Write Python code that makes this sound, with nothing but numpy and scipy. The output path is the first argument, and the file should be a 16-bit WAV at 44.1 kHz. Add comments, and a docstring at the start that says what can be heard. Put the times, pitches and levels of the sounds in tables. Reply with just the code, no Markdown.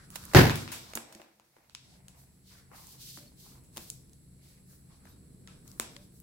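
"""Plastic strap let go from a wrapped bale

Indoors, close to a phone: a tight strap lets go with a loud knock, a noise lash over the bale's decaying modes.
Ends slap, scissors tick and snip (banded cracks); bumps and faint rings are sines; hands slide over the film
and feet shuffle (swelling coloured noise). A hard-floored room adds a diffuse noise tail.
Behind: low rumble, wavering hums and thin bands of hiss that sink after the knock and come back."""
import sys
import numpy as np
from scipy import signal
from scipy.fft import rfft, irfft
from scipy.io import wavfile
from scipy.ndimage import uniform_filter1d

SR = 44100
rng = np.random.default_rng(int(sys.argv[2]) if len(sys.argv) > 2 else 0)


def dump_mix(stems):
    """Bounce the given channels to the path in sys.argv[1] as a 16-bit WAV at rate SR."""
    frames = np.atleast_2d(stems).T  # one column per channel
    limited = np.clip(frames, -1, 1)  # hard clip at full scale
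    pcm = np.round(limited * 32767).astype(np.int16)
    wavfile.write(sys.argv[1], SR, pcm)


N = 274302
T = np.arange(N) / SR
ALIKE_HZ = 650  # both ports hear much the same below this


def undb(db):
    """Amplitude factor from dB."""
    return 10 ** (np.asarray(db) / 20)


def unit(x):
    """Scale to rms 1."""
    return x / np.sqrt(np.mean(x ** 2))


def colour(x, table):
    """Shape the spectrum by (frequency [Hz], level [dB]) points, straight over log frequency."""
    hz, db = np.transpose(table)
    f = np.arange(x.shape[-1] // 2 + 1) * SR / x.shape[-1] + 1
    gain = undb(np.interp(np.log(f), np.log(hz), db))
    return irfft(rfft(x) * gain, x.shape[-1])


def band(x, lo_hz, hi_hz, order=2):
    """Butterworth band-pass."""
    return signal.sosfilt(signal.butter(order, [lo_hz, hi_hz], "band", fs=SR, output="sos"), x)


def pair(size):
    """Noise at two ports: alike in the bass, unrelated in the treble."""
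    mid, side = rng.standard_normal((2, size))
    side = signal.sosfilt(signal.butter(1, ALIKE_HZ, "high", fs=SR, output="sos"), side)
    return np.array([mid + side, mid - side]) / np.sqrt(2)


def walk(rate_hz):
    """Random levels held 1 / rate_hz and slewed twice; rms 1."""
    k = int(SR / rate_hz)
    steps = np.repeat(rng.standard_normal(N // k + 1), k)
    return unit(uniform_filter1d(uniform_filter1d(steps, k), k)[:N])


KNOCK_S, LASH_HOLD_S, LASH_FALL_DB_S, LASH_DB = .348, 0.034, 150, -10.5
SNAP_GAIN, SNAP_DECAY_S = 1.2, .0004
BOOM_DB, BOOM_RISE_S, LEAN_RAD_PER_HZ = -8.5, 0.0038, .0015
# modes of the packed bale: (frequency [Hz], level re BOOM_DB [dB], T60 [s])
BALE_MODES = [(58.6, -11, 0.45), (77, -6.5, 0.37), (99.5, -5.5, 0.57), (122.6, 1, 0.43), (148.1, -4, 0.54),
              (165, -8, 0.49), (192.7, -6, 0.1), (241.3, -18.5, 0.89), (357.6, -3, 0.32), (388, -8.5, 0.12),
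              (421, -7.5, 0.46), (564, -15.5, 0.44), (740, -11.5, 0.33), (844, -17.5, 0.36),
              (1057, -17.5, 0.11)]
# spectrum of the strap's lash: (frequency [Hz], relative density [dB per Hz])
LASH_SPECTRUM = [(100, -33.5), (170, -5), (416, -7), (512, -15.5), (749, -17), (996, -13.5), (1140, -22),
                 (1660, -15), (3200, -26), (4830, -26.5), (9040, -39), (12000, -33.5), (16000, -37)]


def knock():
    """The freed strap snaps and lashes the film (first result); the packed bale booms in its modes (second)."""
    t = np.clip(T - KNOCK_S, 0, None)
    on = T >= KNOCK_S

    envelope = on * undb(-LASH_FALL_DB_S * np.clip(t - LASH_HOLD_S, 0, None))
    rattle = undb(2.0 * walk(220))
    lash = unit(colour(pair(N) * rattle, LASH_SPECTRUM)) * envelope * undb(LASH_DB)
    snap = SNAP_GAIN * band(on * np.exp(-t / SNAP_DECAY_S), 110, 14000, order=1)

    start = 2 * np.pi * rng.random(len(BALE_MODES))
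    # each mode reaches one port a little ahead, its phase lead growing with frequency
    lean = LEAN_RAD_PER_HZ * rng.standard_normal(len(BALE_MODES))
    port_sign = np.array([[1], [-1]])
    boom = 0
    for (hz, db, t60), phase, skew in zip(BALE_MODES, start, lean):
        swing = np.sin(2 * np.pi * hz * t + phase + hz * skew * port_sign)
        boom = boom + undb(db - 60 * t / t60) * swing
    rise = 1 - np.exp(-t / BOOM_RISE_S)  # the body takes a moment to swing
    return lash + snap, undb(BOOM_DB) * boom * rise


# ticks, slaps and snips: (time [s], peak level at the centre [dB], centre [octaves re 1 kHz],
# fall away from it [dB per octave], left minus right [dB], decay constant [ms], room send [dB])
CLICKS = [(.1033, -31.5, 3.5, 12, -10, 1.3, -7), (0.1496, -29, 4.5, 13, -10, 0.86, -6),
          (0.157, -24, 5.5, 2, -5.5, 6, -18), (0.238, -30, 7, 4, -13, 1.5, -9),
          (.253, -27, 3.8, 12, -8, 0.55, -17), (0.315, -40, 0, 6, -5, 1.4, -16),
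          (0.335, -25, -4.5, 1, -1, 5.6, -15), (0.4965, -12.5, 1, 8.5, 1, 0.82, -8),
          (0.5568, -20.5, 4, 4, 6, 1.4, -6.5), (.678, -26, 1.3, 11, 15, 0.32, -1),
          (0.718, -31.5, 4, 2.5, 9, 5.6, 1.5), (0.9353, -33.5, 1, 1.5, -2, 1.6, -23),
          (0.9531, -11.5, 5, 6, -6, 2.7, -9.5), (.962, -28.5, -.3, 11, -4, 2.5, -10),
          (0.9735, -18.5, 0, 8.5, -3.5, 2, -16.5), (1.125, -40.5, 6, 1.5, 0, 5.3, -11.5),
          (1.149, -37.5, 2.5, 5.5, -1, 2.8, -16), (1.198, -35, -2.5, 5, -1, 5.8, -21.5),
          (1.135, -45.5, -5, 5, -5, 2.5, -13), (1.2166, -44, 0.7, 2.5, 2, 1.5, -9.5),
          (1.245, -49, -.4, 6, -3, 1.87, -23), (1.398, -48, -0.1, 1.5, 0, 0.42, -10.5),
          (1.566, -46, -1, 5.5, 0.5, 2.5, -17.5), (1.584, -49, -.5, 9.5, 5, 2.6, -9.5),
          (1.6968, -45, 2, 5.5, -5.5, 0.63, -9.5), (1.7495, -25.5, 2, 8.5, -2, 1.23, -14.5),
          (2.0829, -37, 3, 4.5, 0.5, 1.26, -11.5), (2.507, -52, 0, 11, 0, 4.3, 2.5),
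          (2.715, -44, -1, 6.5, 7, 5.1, -16), (2.87, -37.5, 3, 9.5, -6, .4, -13),
          (3.174, -33.5, 0.5, 17, 0, 0.71, -16), (3.1875, -37, 1.5, 8, 3, .6, -17.5),
          (3.319, -52.5, -0.5, 6.5, 6.5, 0.56, -14), (3.553, -47.5, -2.8, 5, -4, 3.4, -5),
          (3.6375, -46.5, 4.5, 5, 2.5, .6, -0.5), (3.763, -42, 8, 0.5, 2, 6.9, -2.5),
          (3.771, -26.5, 3.5, 3, 2, 1.5, -21), (3.7786, -27, 4.5, 2, 0, 0.67, -17.5),
          (3.9011, -20, 3.0, 14.5, 1, 1.4, -16.5), (4.0958, -49.5, 3, 8.5, -7, 0.57, -18.5),
          (4.133, -43.5, 3, 11.5, -4.5, 0.73, -16.5), (5.054, -49, -0.5, 1.5, 5, 2.07, -11.5),
          (5.071, -53.5, -1, 4.5, 4, 1.6, -3.5), (5.4743, -37, 1.5, 6, 3, 1.8, -8.5),
          (5.494, -51.5, -0.2, 7, 4, 1.47, -7.5), (5.678, -40, 3.5, 9.5, 19, 1.36, -22),
          (5.7162, -40.5, 3, 8.5, 12.5, .52, -18.5), (5.7984, -12.5, 4, 2.5, 0, 0.72, -14.5),
          (5.965, -29.5, 1.5, 9, 0.5, 1.4, -23.5), (6.201, -35.5, 4, 12, 4.5, 1.05, -16.5)]
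# bands a crack is built from: (low edge [Hz], high edge [Hz])
CLICK_BANDS = [(200, 900), (900, 2500), (2500, 6000), (6000, 10000), (10000, 20000)]


def clicks():
    """Each a sharp crack with a short rattle behind it; returns the direct sound and the room send."""
    t = np.arange(2048) / SR
    dry, send = np.zeros((2, 2, N + len(t)))
    # alternate signs so that neighbouring bands add up where they meet
    spikes = [(-1) ** k * band(1. * (t == 0), *edges) for k, edges in enumerate(CLICK_BANDS)]
    octaves = np.log2(np.prod(CLICK_BANDS, axis=1) ** .5 / 1000)
    for s, peak_db, centre, fall_db, pan_db, ms, room_db in CLICKS:
        levels_db = peak_db - fall_db * abs(octaves - centre)
        pan = undb([[pan_db / 2], [-pan_db / 2]])
        crack = pair(len(t)) * np.exp(-t * 1000 / ms)
        crack[:, 0] = 1.0 / ms  # the shorter the contact, the more of it is one clean snap
        i = int(s * SR)
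        for k, (edges, level_db, spike) in enumerate(zip(CLICK_BANDS, levels_db, spikes)):
            part = (-1) ** k * band(crack, *edges)
            part = part * undb(level_db) / abs(part).max()
            dry[:, i:i + len(t)] += part * pan
            # the walls hear the crack from all sides: same energy per band, evened-out colour
            match = np.sqrt(np.mean(part ** 2) / np.mean(spike ** 2))
            send[:, i:i + len(t)] += spike * match * undb(room_db)
    return dry[:, :N], send[:, :N]


def swells(start, end, db, rise_db_s, fall_db_s, rest_db):
    """Gain of the loudest move at each moment: ramp up, hold, ramp down, never under the resting rustle."""
    t = T[::64, None]
    ramp_up = rise_db_s * np.clip(start - t, 0, None)
    ramp_down = fall_db_s * np.clip(t - end, 0, None)
    top = np.max(db - ramp_up - ramp_down, axis=1)
    return undb(np.interp(T, t[:, 0], np.maximum(top, rest_db)))


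STROKE_RISE_DB_S, STROKE_FALL_DB_S, FILM_REST_DB, AIRY_REST_DB = 328, 130, -76.5, -72.5
# hands sliding: (start [s], end [s], level [dB], airy top re that level [dB])
STROKES = [(0.0, 0, -59, -11), (0.15, .33, -56.5, 1.5), (.45, 0.624, -48.5, -3), (0.734, 0.764, -50.5, 2),
           (.82, 0.935, -56, -4), (1.09, 1.221, -67, 0.5), (1.849, 1.94, -65.5, -7.5),
           (2.179, 2.209, -71.5, 11.5), (2.478, 2.579, -61, -1.5), (2.763, 2.929, -59, 4.5),
           (3.014, 3.172, -50.5, 0.5), (3.4, 3.5, -59.5, 3.5), (3.771, 3.884, -58.5, 6),
           (4.12, 4.14, -73, 2), (4.437, 4.52, -65.5, 2), (4.698, 4.735, -69.5, 11.5),
           (4.92, 4.93, -66, -5), (5.063, 5.12, -66.5, -0.5), (5.519, 5.54, -67.5, -18.5),
           (5.682, 5.69, -64, 6.5), (5.76, 5.802, -71.5, 10), (5.897, 6.038, -67.5, 1.5),
           (6.144, 6.17, -76.5, 14)]
# spectrum of skin on film: (frequency [Hz], relative density [dB per Hz])
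FILM_SPECTRUM = [(880, -47), (1500, -20.5), (1780, -21), (2690, -13), (3030, -10), (4370, -4), (7840, -10),
                 (15100, -11), (16000, -15.5)]


def slide():
    """Skin on film is a dense fizz of tiny slips: noise of jumpy level in a main and an airy band."""
    start, end, db, airy_db = np.transpose(STROKES)
    ramps = STROKE_RISE_DB_S, STROKE_FALL_DB_S
    fizz = [colour(pair(N) * undb(1.5 * rng.standard_normal(N)), FILM_SPECTRUM) for _ in range(2)]
    film = unit(band(fizz[0], 1000, 7500))
    airy = unit(band(fizz[1], 7500, 21000))
    grip = undb(1.0 * walk(60))
    hands = film * swells(start, end, db, *ramps, FILM_REST_DB)
    hands = hands + airy * swells(start, end, db + airy_db, *ramps, AIRY_REST_DB)
    return grip * hands


# dull bumps on something hollow: (time [s], level [dB], hardness as tilt about 400 Hz [dB per octave])
BUMPS = [(.958, -45.5, -9), (0.979, -49.5, -1), (1.155, -49.5, -2), (1.199, -53.5, 11.5), (1.567, -66, 5.5),
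         (1.584, -66, 6), (2.72, -59.5, -3), (3.178, -49, -1), (3.771, -48, -4.5), (5.8, -48, -9.5),
         (5.966, -65, 5)]
# its modes: (nominal frequency [Hz], level re the bump [dB], T60 [s])
HOLLOW_MODES = [(225, -3.5, 0.12), (320.4, 2.5, 0.086), (570.5, -8.5, 0.093), (800, -21, 0.19)]


def bumps():
    """Soft blows ring a few short low modes, a little different each time."""
    out = np.zeros(N)
    for s, blow_db, hard in BUMPS:
        i = int(s * SR)
        t = T[:min(SR // 2, N - i)]
        chance = rng.standard_normal((len(HOLLOW_MODES), 2))
        for (hz, db, t60), (detune, spread) in zip(HOLLOW_MODES, chance):
            mode_db = blow_db + db + hard * np.log2(hz / 400) + 2.0 * spread
            tuned_hz = hz * (1 + 0.03993 * detune)
            out[i:i + len(t)] += undb(mode_db - 60 * t / t60) * np.sin(2 * np.pi * tuned_hz * t)
    return out


SHIFT_RISE_DB_S, SHIFT_FALL_DB_S, SHIFT_REST_DB = 601, 115, -77
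SHIFT_PEAK_DB, SHIFT_WIDTH_OCT = 5, .9
# feet and cloth shifting: (start [s], end [s], level [dB], frequency that stands out [Hz])
SHIFTS = [(0.0, -0.01, -57.5, 1500), (0.133, 0.297, -57.5, 1220), (0.337, 0.61, -52, 1273),
          (0.71, .75, -59, 1620), (0.854, .93, -61, 900), (0.954, 0.994, -59, 800),
          (1.044, 1.169, -63, 685), (1.207, 1.241, -71, 700), (1.556, 1.64, -72, 800),
          (1.851, 2.05, -72, 700), (2.15, 2.203, -71, 800), (2.527, 2.58, -65.5, 1600),
          (2.735, 2.764, -55, 954), (2.934, 2.96, -73, 895), (3.191, 3.195, -66.5, 600),
          (3.456, 3.56, -69.5, 996), (3.768, 3.776, -64, 913), (4.41, 4.522, -75, 2560),
          (4.71, 4.744, -76.5, 1490), (4.91, 4.921, -68.5, 983), (5.052, 5.078, -69.5, 1300),
          (5.475, 5.532, -72, 1307), (5.67, 5.768, -71, 1155), (5.926, 5.946, -71.5, 1500)]
# spectrum of the shuffle: (frequency [Hz], relative density [dB per Hz])
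SHUFFLE_SPECTRUM = [(250, -27.5), (500, -2.5), (900, -6.5), (1500, -6.5), (2200, -6.5), (2800, -12),
                    (5000, -45)]


def shifts():
    """Feet and cloth are dull and gritty; each move catches fast, has its own colour and fades."""
    feet = unit(colour(pair(N) * undb(2.0 * walk(300)), SHUFFLE_SPECTRUM))
    out = feet * undb(SHIFT_REST_DB)
    edge = 2 ** (SHIFT_WIDTH_OCT / 2)
    for start, end, db, hz in SHIFTS:
        near = slice(max(int((start - .1) * SR), 0), int((end + .4) * SR))
        t = T[near]
        peak = band(feet[:, near], hz / edge, hz * edge)
        grit = unit(feet[:, near] + undb(SHIFT_PEAK_DB) * peak)
        ramp_up = SHIFT_RISE_DB_S * np.clip(start - t, 0, None)
        ramp_down = SHIFT_FALL_DB_S * np.clip(t - end, 0, None)
        out[:, near] += grit * undb(db - ramp_up - ramp_down)
    return out


# faint thin tones after a touch: (time [s], frequency [Hz], glide [Hz per s], level [dB], length [s])
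RINGS = [(3.19, 582, 46.5, -63, .1), (3.273, 4400, 45.5, -57.5, .015), (5.09, 12050, -6000, -62, 0.034),
         (5.101, 3800, 49, -71, 0.068), (5.475, 1312, 51.5, -62.5, 0.038), (5.958, 552, 800, -59.5, 0.082)]


def rings():
    """Gliding sines: each starts at once, holds, then dies away quickly."""
    out = np.zeros(N)
    for s, hz, glide, db, length in RINGS:
        t = np.clip(T - s, 0, length)
        envelope = np.sqrt(np.cos(np.pi / 2 * t / length).clip(0)) * (t < length)
        out += undb(db) * envelope * np.sin(2 * np.pi * (hz + glide * t / 2) * t)
    return out


ROOM_GAP_S = 0.0074
# decay of the room: (frequency [Hz], T60 [s])
ROOM_DECAY = [(60, 0.49), (300, 0.87), (1500, 0.38), (4000, 0.55), (8000, 0.34), (14000, 0.15)]


def room(x):
    """Diffuse noise tail, each half octave dying at its own rate."""
    t = np.arange(SR) / SR
    hz, t60 = np.transpose(ROOM_DECAY)
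    noise, tail = pair(SR), 0
    for f in 40 * 2 ** np.arange(0, 9, .5):
        decay = undb(-60 * t / np.interp(np.log(f), np.log(hz), t60))
        tail = tail + band(noise, f / 2 ** 0.21, f * 2 ** 0.21) * decay
    tail *= np.clip(t / ROOM_GAP_S, 0, 1) ** 2  # builds up as the first walls answer
    return signal.fftconvolve(x.mean(0, keepdims=True), tail / 8, axes=1)[:, :N]


RUMBLE_LEVEL_DB, RUMBLE_WAVER_DB, HUM_WAVER_DB, HISS_WAVER_DB = -59, 1.7, 2.2, .6
# spectrum of the rumble: (frequency [Hz], relative density [dB per Hz])
RUMBLE_SPECTRUM = [(12, -41), (20, -11), (134, -5), (262, -11.5), (319, -16), (472, -21), (558, -30),
                   (624, -28.5), (825, -38), (2530, -52), (4060, -49), (6540, -62), (7730, -33),
                   (16000, -57)]
# hums: (frequency [Hz], width [Hz], level [dB])
HUMS = [(69.5, 27, -66), (131, 7, -64), (155, 6, -72), (185, 9.3, -66.5)]
# hiss bands: (frequency [Hz], width [Hz])
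HISS_BANDS = [(4250, 600), (7850, 650), (10400, 1300)]
# their levels, in the same order: (level [dB])
HISS_LEVELS = [-83.5, -72.5, -72]
# course of the whole background: (time [s], gain [dB])
BACKGROUND_COURSE = [(0, 3), (.35, 6), (.9, 0), (1.3, -23), (1.6, -16.5), (1.9, -1), (2.4, -1.5), (3, 0.5),
                     (4.5, 2), (5.7, 2), (6.2, 1.5)]


def background():
    """Low rumble, wavering hums and thin bands of hiss far up: filtered noise sharing one level course."""
    rumble_db = RUMBLE_LEVEL_DB + RUMBLE_WAVER_DB * walk(1.9)
    out = unit(colour(pair(N), RUMBLE_SPECTRUM)) * undb(rumble_db)
    hums = [(*hum, HUM_WAVER_DB) for hum in HUMS]
    hisses = [(*hiss, db, HISS_WAVER_DB) for hiss, db in zip(HISS_BANDS, HISS_LEVELS)]
    for hz, width, db, waver_db in hums + hisses:
        tone = unit(band(pair(N), hz - width / 2, hz + width / 2))
        out = out + tone * undb(db + waver_db * walk(4.7))
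    return out * undb(np.interp(T, *np.transpose(BACKGROUND_COURSE)))


def scene():
    """Sum of all sources; clicks, knock and bumps also feed the room."""
    dry, send = clicks()
    bang, boom = knock()
    dull = bumps()
    wet = room(send + undb(-26.5) * bang + undb(-36.5) * boom + undb(-12.5) * dull)
    return dry + bang + boom + dull + wet + slide() + shifts() + rings() + background()


TOP_HZ = 15900


def record(dry):
    """The phone rounds the loudest peaks (tanh) and cuts the top (steep low-pass)."""
    rounded = np.tanh(1.048 * dry) / 1.236
    return signal.sosfilt(signal.ellip(10, .2, 80, TOP_HZ, fs=SR, output="sos"), rounded)


dry = scene()
out = record(dry)
dump_mix(out)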